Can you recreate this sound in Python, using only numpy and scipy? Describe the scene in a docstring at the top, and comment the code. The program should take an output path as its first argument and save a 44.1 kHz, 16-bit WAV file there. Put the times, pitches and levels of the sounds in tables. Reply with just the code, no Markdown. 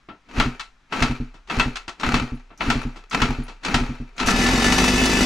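"""Kick-starting a two-stroke dirt bike.

Heard from the handlebars in a small wooden workshop. Each kick engages with a clack, spins the gears
and bangs on its stop while the piston chuffs through the exhaust. On the eighth kick the engine
catches and picks up speed, rattling, with its expansion chamber ringing."""
import sys
import numpy as np
from scipy import signal
from scipy.fft import rfft, irfft, next_fast_len
from scipy.io import wavfile
from scipy.ndimage import uniform_filter1d

SR = 44100
rng = np.random.default_rng(int(sys.argv[2]) if len(sys.argv) > 2 else 0)


def to_wav(sig):
    """Store sig (one row per channel, or 1-D mono) as 16-bit WAV at the path in sys.argv[1].

    Samples outside -1..1 are clipped; the rate is SR.
    """
    pcm = np.clip(np.atleast_2d(sig), -1, 1) * 32767
    pcm = np.round(pcm).astype(np.int16)
    wavfile.write(sys.argv[1], SR, pcm.T)  # frames by channels


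N = 231745
TIME_S = np.arange(N) / SR
FFT_SIZE = 2 * next_fast_len((N + SR // 2) // 2)
BINS_HZ = np.maximum(np.fft.rfftfreq(FFT_SIZE, 1 / SR), 1)
CATCH_S = 4.2714


# Gears engaging: (time [s], clack [dB], clack treble [dB], whirr [dB], rise [dB/s], coasting fall [dB/s])
KICKS = [(0.365, -36, 4, -27, 318, 136), (0.923, -17, -6, -27, 909, 113),
         (1.498, -18, -3.5, -29, 1002, 116), (2.032, -13, -7, -26, 492, 122),
         (2.606, -13.5, -14, -27.5, 894, 98), (3.129, -21.5, 6, -26.5, 895, 92.5),
         (3.648, -18.5, 9, -27, 805, 87), (4.198, -16.5, 8, -25, 632, 47)]
# Lever on its stop: (time [s], level [dB], treble [dB])
STOPS = [(0.398, -8, 1), (1.022, -10.5, 7), (1.596, -8.5, 2.5), (2.141, -12, 5), (2.7, -10.5, 5),
         (3.217, -10, 4.5), (3.742, -10.5, 9), (4.284, -11.5, 5.5)]
# Ratchet snaps: (time [s], level [dB], bass [dB])
SNAPS = [(0.595, -23.5, -9), (1.473, -42, -10), (1.756, -22, -31), (1.879, -25.5, 9.5), (1.997, -27.5, 6),
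         (3.11, -26, -23), (3.633, -30.5, -13), (4.179, -25.5, -15)]
# Foot taps: (time [s], level [dB], treble [dB])
TAPS = [(0.086, -29.5, -15), (0.286, -39.5, 5), (1.34, -39.5, 7), (2.504, -38, -24), (2.958, -34, 8.5),
        (3.48, -30, 8.5)]
# Knock spectrum: (frequency [Hz], level [dB])
KNOCK_SPECTRUM = [(120, -9), (300, -3), (550, -9.5), (900, 1.5), (1400, 3.5), (2000, -1), (2900, -1.5),
                  (4200, -10.5), (6000, -16), (8000, -23.5), (10000, -35), (12500, -49), (14000, -51),
                  (16000, -48)]

def lever(clack_bass_db=-4.0, bang_bass_db=4.0, snap_treble_db=8.5, tap_bass_db=16.0):
    """The kick lever clacks into gear, bangs on its stop, snaps over its ratchet and is tapped."""
    clacks = [(s, db, clack_bass_db, treble_db) for s, db, treble_db, *_ in KICKS]
    bangs = [(s, db, bang_bass_db, treble_db) for s, db, treble_db in STOPS]
    snaps = [(s, db, bass_db, snap_treble_db) for s, db, bass_db in SNAPS]
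    taps = [(s, db, tap_bass_db, treble_db) for s, db, treble_db in TAPS]
    power = (knock_power(clacks, wall_gain=0.61, attack_s=0.0019)
             + knock_power(bangs, wall_gain=0.27, attack_s=0.0022)
             + knock_power(snaps, wall_gain=1.0, attack_s=0.0024)
             + knock_power(taps, wall_gain=0.24, attack_s=0.0069))
    bands_hz = [(600, "low"), ([600, 4200], "band"), (4200, "high")]
    noise, knocks = stereo_noise(), 0
    for (hz, kind), band_power in zip(bands_hz, power):
        band = signal.sosfiltfilt(signal.butter(2, hz, kind, fs=SR, output="sos"), noise)
        knocks += band * np.sqrt(band_power)
    return crankcase(colour(knocks, KNOCK_SPECTRUM), ring_db=2.5)


def knock_power(rows, wall_gain, attack_s, crack_t60_s=0.032, wall_s=0.012, tail_db=-9.5, room_t60_s=0.2):
    """Bass, mid and treble power of knocks: a crack, its wall echo and a room tail."""
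    age_s = TIME_S[:SR // 2]
    attack = 1 - np.exp(-age_s / attack_s)
    crack = (attack * from_db(-60 * age_s / crack_t60_s)) ** 2
    echo = wall_gain ** 2 * np.interp(age_s - wall_s, age_s, crack, left=0)
    tail = (attack * from_db(tail_db - 60 * age_s / room_t60_s)) ** 2
    power = np.zeros((3, N + SR))
    for s, db, bass_db, treble_db in rows:
        start = round(s * SR)
        band_gains = from_db([db + bass_db, db, db + treble_db])
        power[:, start:start + len(age_s)] += np.outer(band_gains ** 2, crack + echo + tail)
    return power[:, :N]


# Crankcase and lever modes: (frequency [Hz], width [Hz], level [dB])
CASE_MODES = [(694, 49, -1.5), (925, 52, -6), (1331, 30, 6), (1880, 62, -8.5), (2172, 30, -1.5),
              (2615, 20, 8.5), (4190, 125, -3.5), (6440, 55, -12)]

def clank(ring_db=23.0, tick_db=-18.0, tick_top_hz=9500, pan_db=4.0, contact_s=0.002):
    """Steel meets steel at the stop: a sharp tick, and the case rings."""
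    stop_s, stop_db, _ = np.transpose(STOPS)
    hits = clicks(stop_s + contact_s, from_db(stop_db))
    ring = from_db(ring_db) * resonances(hits, CASE_MODES)
    tick = signal.sosfilt(signal.butter(2, tick_top_hz, fs=SR, output="sos"), hits + 1e-18)
    return (ring + from_db(tick_db) * tick) * from_db([[pan_db], [-pan_db]])


def crankcase(x, ring_db):
    """The case adds its resonances to metal noise."""
    return x + from_db(ring_db) * resonances(x, CASE_MODES)


# Gear spectrum: (frequency [Hz], level [dB])
WHIRR_SPECTRUM = [(240, -16), (400, 0.5), (605, -9.5), (846, -3), (1080, -7.5), (1220, -2.5), (1850, -8),
                  (2400, -6), (2590, -7.5), (2920, -11.5), (6780, -24), (8270, -32), (12500, -42),
                  (15500, -61)]
# Frame spectrum: (frequency [Hz], level [dB])
RUMBLE_SPECTRUM = [(40, 6), (100, -22), (170, 2), (220, 2), (270, 7), (330, -3.5), (450, -13.5),
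                   (700, -36.5), (1500, -80)]

def gears(teeth_per_s=260, tooth_spread_db=8.5, tooth_t60_s=0.04, gear_db=-1.5, rumble_db=-1.5):
    """Teeth tick unevenly and run down with the crank; the frame rumbles while the foot pushes."""
    grip_s, follow_through_s = 0.0098, 0.031
    rumble_hold_s, rumble_fall_db_per_s = 0.034, 260
    whirr_gain = rumble_gain = 0
    for (engage_s, _, _, whirr_db, rise_db_per_s, fall_db_per_s), (stop_s, _, _) in zip(KICKS, STOPS):
        push_db = whirr_db - rise_db_per_s * np.maximum(engage_s + grip_s - TIME_S, 0)
        coast_db = fall_db_per_s * np.maximum(TIME_S - stop_s - follow_through_s, 0)
        release_db = rumble_fall_db_per_s * np.maximum(TIME_S - stop_s - rumble_hold_s, 0)
        whirr_gain += from_db(np.maximum(push_db - coast_db, -140))
        rumble_gain += from_db(np.maximum(push_db + rumble_db - release_db, -140))
    contacts = rng.random(N) < teeth_per_s / SR
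    ticks = power_decay(contacts * from_db(tooth_spread_db * rng.standard_normal(N)) ** 2, tooth_t60_s)
    grain = np.sqrt(0.57 + 0.28 * ticks / ticks.mean())
    whirr = colour(stereo_noise() * whirr_gain * grain, WHIRR_SPECTRUM)
    rumble = colour(stereo_noise() * rumble_gain, RUMBLE_SPECTRUM)
    return from_db(gear_db) * crankcase(whirr, ring_db=-6.0) + rumble


# Unfired spins: (first stroke [s], first gap [s], strokes [count], level [dB])
SPINS = [(0.3787, 0.0796, 2, 0), (1.0183, 0.08, 3, 0.5), (1.5745, 0.0846, 2, -1.5),
         (2.0733, 0.063, 4, -1.5), (2.6796, 0.0755, 3, -0.5), (3.2208, 0.0724, 3, 0),
         (3.743, 0.0658, 4, -1)]

def cranking(gap_growth=1.28, chuff_db=2.5, fall_db_per_s=38.5):
    """The slowing piston puffs unfired air down the pipe, hardest near the lever's stop."""
    pulses = 0
    for (first_s, gap_s, strokes, db), (stop_s, _, _) in zip(SPINS, STOPS):
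        gaps_s = gap_s * gap_growth ** np.arange(strokes - 1)
        stroke_s = first_s + np.cumsum([0, *gaps_s])
        pulses += clicks(stroke_s, from_db(chuff_db + db - fall_db_per_s * np.abs(stroke_s - stop_s)))
    return exhaust(pulses)


# Pipe and room modes: (frequency [Hz], level [dB], t60 [s], polarity [+1 or -1])
EXHAUST_MODES = [(31.4, -9, 0.036, 1), (31.34, -32.5, 0.75, 1), (126.2, -20.5, 0.15, 1),
                 (242.8, -19, 0.19, 1), (279.8, -18, 0.082, 1), (275.8, -8.5, 0.023, -1),
                 (253.9, -45.5, 0.43, 1), (363.5, -34, 0.066, 1), (445, -42, 0.094, -1)]
# Floor and wall echoes: (delay [s], gain [signed ratio])
ECHOES = [(.006185, -0.92), (0.0225, 0.56)]

def exhaust(pulses):
    """Gas pulses ring the low modes of pipe and room and come back off floor and wall."""
    direct = np.zeros(N)
    for hz, db, t60_s, polarity in EXHAUST_MODES:
        r, w = from_db(-60 / (t60_s * SR)), 2 * np.pi * hz / SR
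        ring = signal.lfilter([0, np.sin(w)], [1, -2 * r * np.cos(w), r * r], pulses + 1e-18)
        direct += polarity * from_db(db) * ring
    return direct + sum(gain * np.interp(TIME_S - s, TIME_S, direct, left=0) for s, gain in ECHOES)


# Engine speed: (time [s], firing rate [Hz])
SPEED = [(4.27, 28.5), (4.312, 31.8), (4.334, 36.4), (4.6, 46.9), (4.75, 51.7), (4.908, 50), (4.982, 51.1),
         (5.186, 53.3), (5.25, 47.6)]

def firings():
    """Sample indices of the firings, one per crank turn."""
    rate_hz, = in_time(SPEED)
    turns = np.cumsum(rate_hz * (TIME_S >= CATCH_S)) / SR
    return np.flatnonzero(np.diff(np.ceil(turns)) > 0)


# Running engine: (time [s], silencer [dB], low clatter [dB], high clatter [dB])
RUN_LEVELS = [(4.3, -32, -28, -23.5), (4.336, -33, -31, -35.5), (4.416, -24, -19.5, -26),
              (4.486, -31.5, -21, -30.5), (4.816, -27, -21, -26), (4.902, -29, -23, -27),
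              (5.25, -25, -23, -28)]
# Silencer modes: (frequency [Hz], width [Hz], level [dB])
SILENCER_MODES = [(186, 42, -13), (284, 27, 0), (350, 44, 2.5), (411, 20, -2.5)]
# Exhaust roar spectrum: (frequency [Hz], level [dB])
ROAR_SPECTRUM = [(20, -22), (32, 2), (60, -16), (130, -17.5), (190, 10), (225, 2.5), (252, 3), (285, -3),
                 (350, -3), (450, -22), (600, -26), (1200, -51)]

def putter(pulse_db=-1.0, bark_db=47.0, boom_db=-6.5, roar_db=-26.0, drone_db=22.0, hoot_cut=0.6):
    """Fired charges thump in the pipe and bark in the silencer; cold, every other one is weak."""
    uneven_db, stumble_db = 2.2, 7.5
    fired = firings()
    silencer_db, _, _ = in_time(RUN_LEVELS)
    burn_db = uneven_db * rng.standard_normal(N)[fired] + stumble_db / 2 * (-1) ** np.arange(len(fired))
    pulses = clicks(TIME_S[fired], from_db(burn_db + pulse_db))
    thump = exhaust(pulses)
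    # A fired pulse hoots less than a chuff and drones more.
    hoot = resonance(thump, hz=128, width_hz=57)
    boom, beat = split(thump - hoot_cut * hoot, hz=110)
    drone = from_db(drone_db) * resonance(pulses, hz=250, width_hz=14)
    blasts = clicks(TIME_S[fired], from_db(burn_db + bark_db + silencer_db[fired]))
    bark = resonances(blasts, SILENCER_MODES)
    swell_db = (silencer_db - silencer_db[fired].mean()) / 2
    roar = colour(stereo_noise() * (TIME_S >= CATCH_S) * from_db(roar_db + swell_db), ROAR_SPECTRUM)
    return from_db(boom_db) * boom + beat + drone + bark + roar


# Piston clatter spectrum: (frequency [Hz], level [dB])
CLATTER_SPECTRUM = [(240, -24), (400, -0.5), (623, -6), (749, -3), (1060, -4.5), (1360, -2.5), (1630, -8.5),
                    (1710, -5), (1880, -4), (2430, -3.5), (2630, -3), (3250, -10.5), (6000, -11),
                    (12500, -29.5), (15500, -46)]

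def rattle(scatter_s=0.0017, slap_spread_db=3.0, slap_t60_s=0.11, steady_share=0.36):
    """The piston slaps unevenly after each firing; the room fills the gaps."""
    low_trim_db, high_trim_db = -1.0, 5.0
    lead_s, onset_s = 0.012, 0.0032
    fired = firings()
    _, low_db, high_db = in_time(RUN_LEVELS)
    strength, lateness = np.clip(rng.standard_normal((2, N))[:, :len(fired)], -2, 2)
    slap_s = TIME_S[fired] + scatter_s * np.abs(lateness)
    slaps = power_decay(clicks(slap_s, from_db(slap_spread_db * strength) ** 2), slap_t60_s)
    slaps /= slaps[TIME_S >= CATCH_S].mean()
    steady = np.clip((TIME_S - CATCH_S + lead_s) / onset_s, 0, 1)
    envelope = np.sqrt(steady_share * steady + (1 - steady_share) * slaps)
    low, high = split(stereo_noise(ripple_db=5.0) * envelope, hz=3500)
    clatter = low * from_db(low_db + low_trim_db) + high * from_db(high_db + high_trim_db)
    return crankcase(colour(clatter, CLATTER_SPECTRUM), ring_db=-11.0)


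# Expansion chamber modes: (frequency [Hz], level [dB], half the cold-to-warm change [dB])
CHAMBER_MODES = [(770, -42, 0), (910, -44, 0), (1357, -44, -2), (1750, -34, -2), (1982, -40, -2),
                 (2116, -47, 0), (2560, -43, 0), (2622, -39, 6.5), (2929, -43, 1), (3435, -43, 3),
                 (3736, -46, -3), (4334, -47, -2), (4829, -44, 0), (5044, -49, 2), (5227, -48, 0),
                 (5642, -49, 0), (6115, -48, 1), (6826, -51, 0), (7327, -51, 0)]

def chamber(level_db=3.5, width_hz=3.4, build_s=0.034, warm_s=4.8, warming_s=0.032):
    """The steel chamber's modes, driven by noise, build up after the catch and ring on evenly."""
    warmth = np.tanh((TIME_S - warm_s) / warming_s)
    shake, ringing = stereo_noise(ripple_db=-5), 0
    for hz, db, warm_db in CHAMBER_MODES:
        ring = resonance(shake, hz, width_hz)
        running_rms = np.sqrt(uniform_filter1d(np.mean(ring ** 2, axis=0), size=SR // 6) + 1e-12)
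        ringing += from_db(level_db + db + warm_db * warmth) * ring / running_rms
    return ringing * (1 - np.exp(-np.maximum(TIME_S - CATCH_S, 0) / build_s))


# Pawl and loose fittings: (time [s], frequency [Hz], level [dB])
CLINKS = [(2.349, 9700, -64), (2.576, 6000, -48.5), (2.82, 9750, -55), (3.098, 6340, -46),
          (3.436, 9660, -53), (3.674, 10000, -60), (4.166, 6600, -53)]

def clinks(width_hz=350, t60_s=0.11):
    """Loose steel parts give short, high pings."""
    noise, pings = stereo_noise(), 0
    for s, hz, db in CLINKS:
        envelope = np.sqrt(power_decay(clicks([s], [from_db(db) ** 2]), t60_s))
        pings += resonance(noise, hz, width_hz) * envelope
    return pings / np.sqrt(np.pi * width_hz / SR)


# Workshop background spectrum: (frequency [Hz], level [dB])
ROOM_SPECTRUM = [(15, -3), (28, -27), (45, 0), (70, -25), (130, -23), (250, -25.5), (500, -34.5),
                 (1300, -25.5), (3000, -34), (7000, -44.5), (15000, -72)]

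def room_rumble(level_db=-56):
    """The steady low rumble of the room."""
    return from_db(level_db) * colour(stereo_noise(), ROOM_SPECTRUM)


# Left-right likeness: (frequency [Hz], coherence [0..1])
COHERENCE = [(270, 1), (350, 0.8), (700, 0.87), (1400, 0.88), (2800, 0.4), (5600, 0.88), (10000, .5),
             (14000, 0.1)]
# Stereo balance: (frequency [Hz], left minus right [dB])
BALANCE = [(150, 1.1), (350, 0.86), (700, 1.6), (1400, 3.5), (2800, 2.9), (5600, 0.6), (10000, 5.3),
           (14000, 8.4)]

def stereo_noise(ripple_db=3.5, ripple_hz=24):
    """White noise combed by the room, alike on both sides in the bass, stronger on the left."""
    coherence = np.clip(at_bins(COHERENCE), 0, 1)
    mid, side = rfft(rng.standard_normal((2, FFT_SIZE)))
    signs = np.array([[1], [-1]])
    pair = np.sqrt((1 + coherence) / 2) * mid + signs * np.sqrt((1 - coherence) / 2) * side
    comb = np.interp(BINS_HZ / ripple_hz, np.arange(SR), rng.standard_normal(SR))
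    comb *= np.minimum(BINS_HZ / 4000, 1)
    return irfft(pair * from_db(signs * at_bins(BALANCE) / 2 + ripple_db * comb))[:, :N]


def from_db(db):
    """Decibels to gain."""
    return 10 ** (np.asarray(db) / 20)


def in_time(rows):
    """Each column of a curve at every sample."""
    s, *columns = np.transpose(rows)
    return [np.interp(TIME_S, s, column) for column in columns]


def at_bins(spectrum):
    """A spectrum table at every frequency bin."""
    hz, value = np.transpose(spectrum)
    return np.interp(np.log(BINS_HZ), np.log(hz), value)


def colour(x, spectrum):
    """Minimum-phase filter with the given spectrum; white noise keeps its power."""
    gain = from_db(at_bins(spectrum))
    cepstrum = irfft(np.log(gain / np.sqrt(np.mean(gain ** 2))))
    cepstrum[1:FFT_SIZE // 2] *= 2
    cepstrum[FFT_SIZE // 2 + 1:] = 0
    return irfft(rfft(x, FFT_SIZE) * np.exp(rfft(cepstrum)))[..., :N]


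def split(x, hz):
    """The parts below and above a frequency."""
    low = signal.sosfilt(signal.butter(1, hz, fs=SR, output="sos"), x)
    return low, x - low


def clicks(times_s, heights):
    """A train of single-sample pulses."""
    samples = np.round(np.asarray(times_s) * SR).astype(int)
    return np.bincount(np.clip(samples, 0, N), heights, N + 1)[:N]


def power_decay(pulses, t60_s):
    """Each pulse of power jumps to its height and dies away."""
    return signal.lfilter([1], [1, -from_db(-60 / (t60_s * SR)) ** 2], pulses + 1e-18)


def resonance(x, hz, width_hz):
    """Two-pole resonance with unit peak gain."""
    r, w = np.exp(-np.pi * width_hz / SR), 2 * np.pi * hz / SR
    return signal.lfilter(np.array([1, 0, -1]) * (1 - r * r) / 2, [1, -2 * r * np.cos(w), r * r], x)


def resonances(x, modes):
    """Resonances in parallel."""
    return sum(from_db(db) * resonance(x, hz, width_hz) for hz, width_hz, db in modes)


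def scene():
    """The kicks and the running engine over the room."""
    starting = lever() + clank() + clinks() + gears() + cranking()
    running = putter() + rattle() + chamber()
    return starting + running + room_rumble()


def record(dry, low_cut_hz=4.2, high_cut_hz=15500):
    """Gentle low cut, steep high cut."""
    _, heard = split(dry, low_cut_hz)
    return signal.sosfilt(signal.ellip(10, 0.2, 80, high_cut_hz, fs=SR, output="sos"), heard)


dry = scene()
out = record(dry)
to_wav(out)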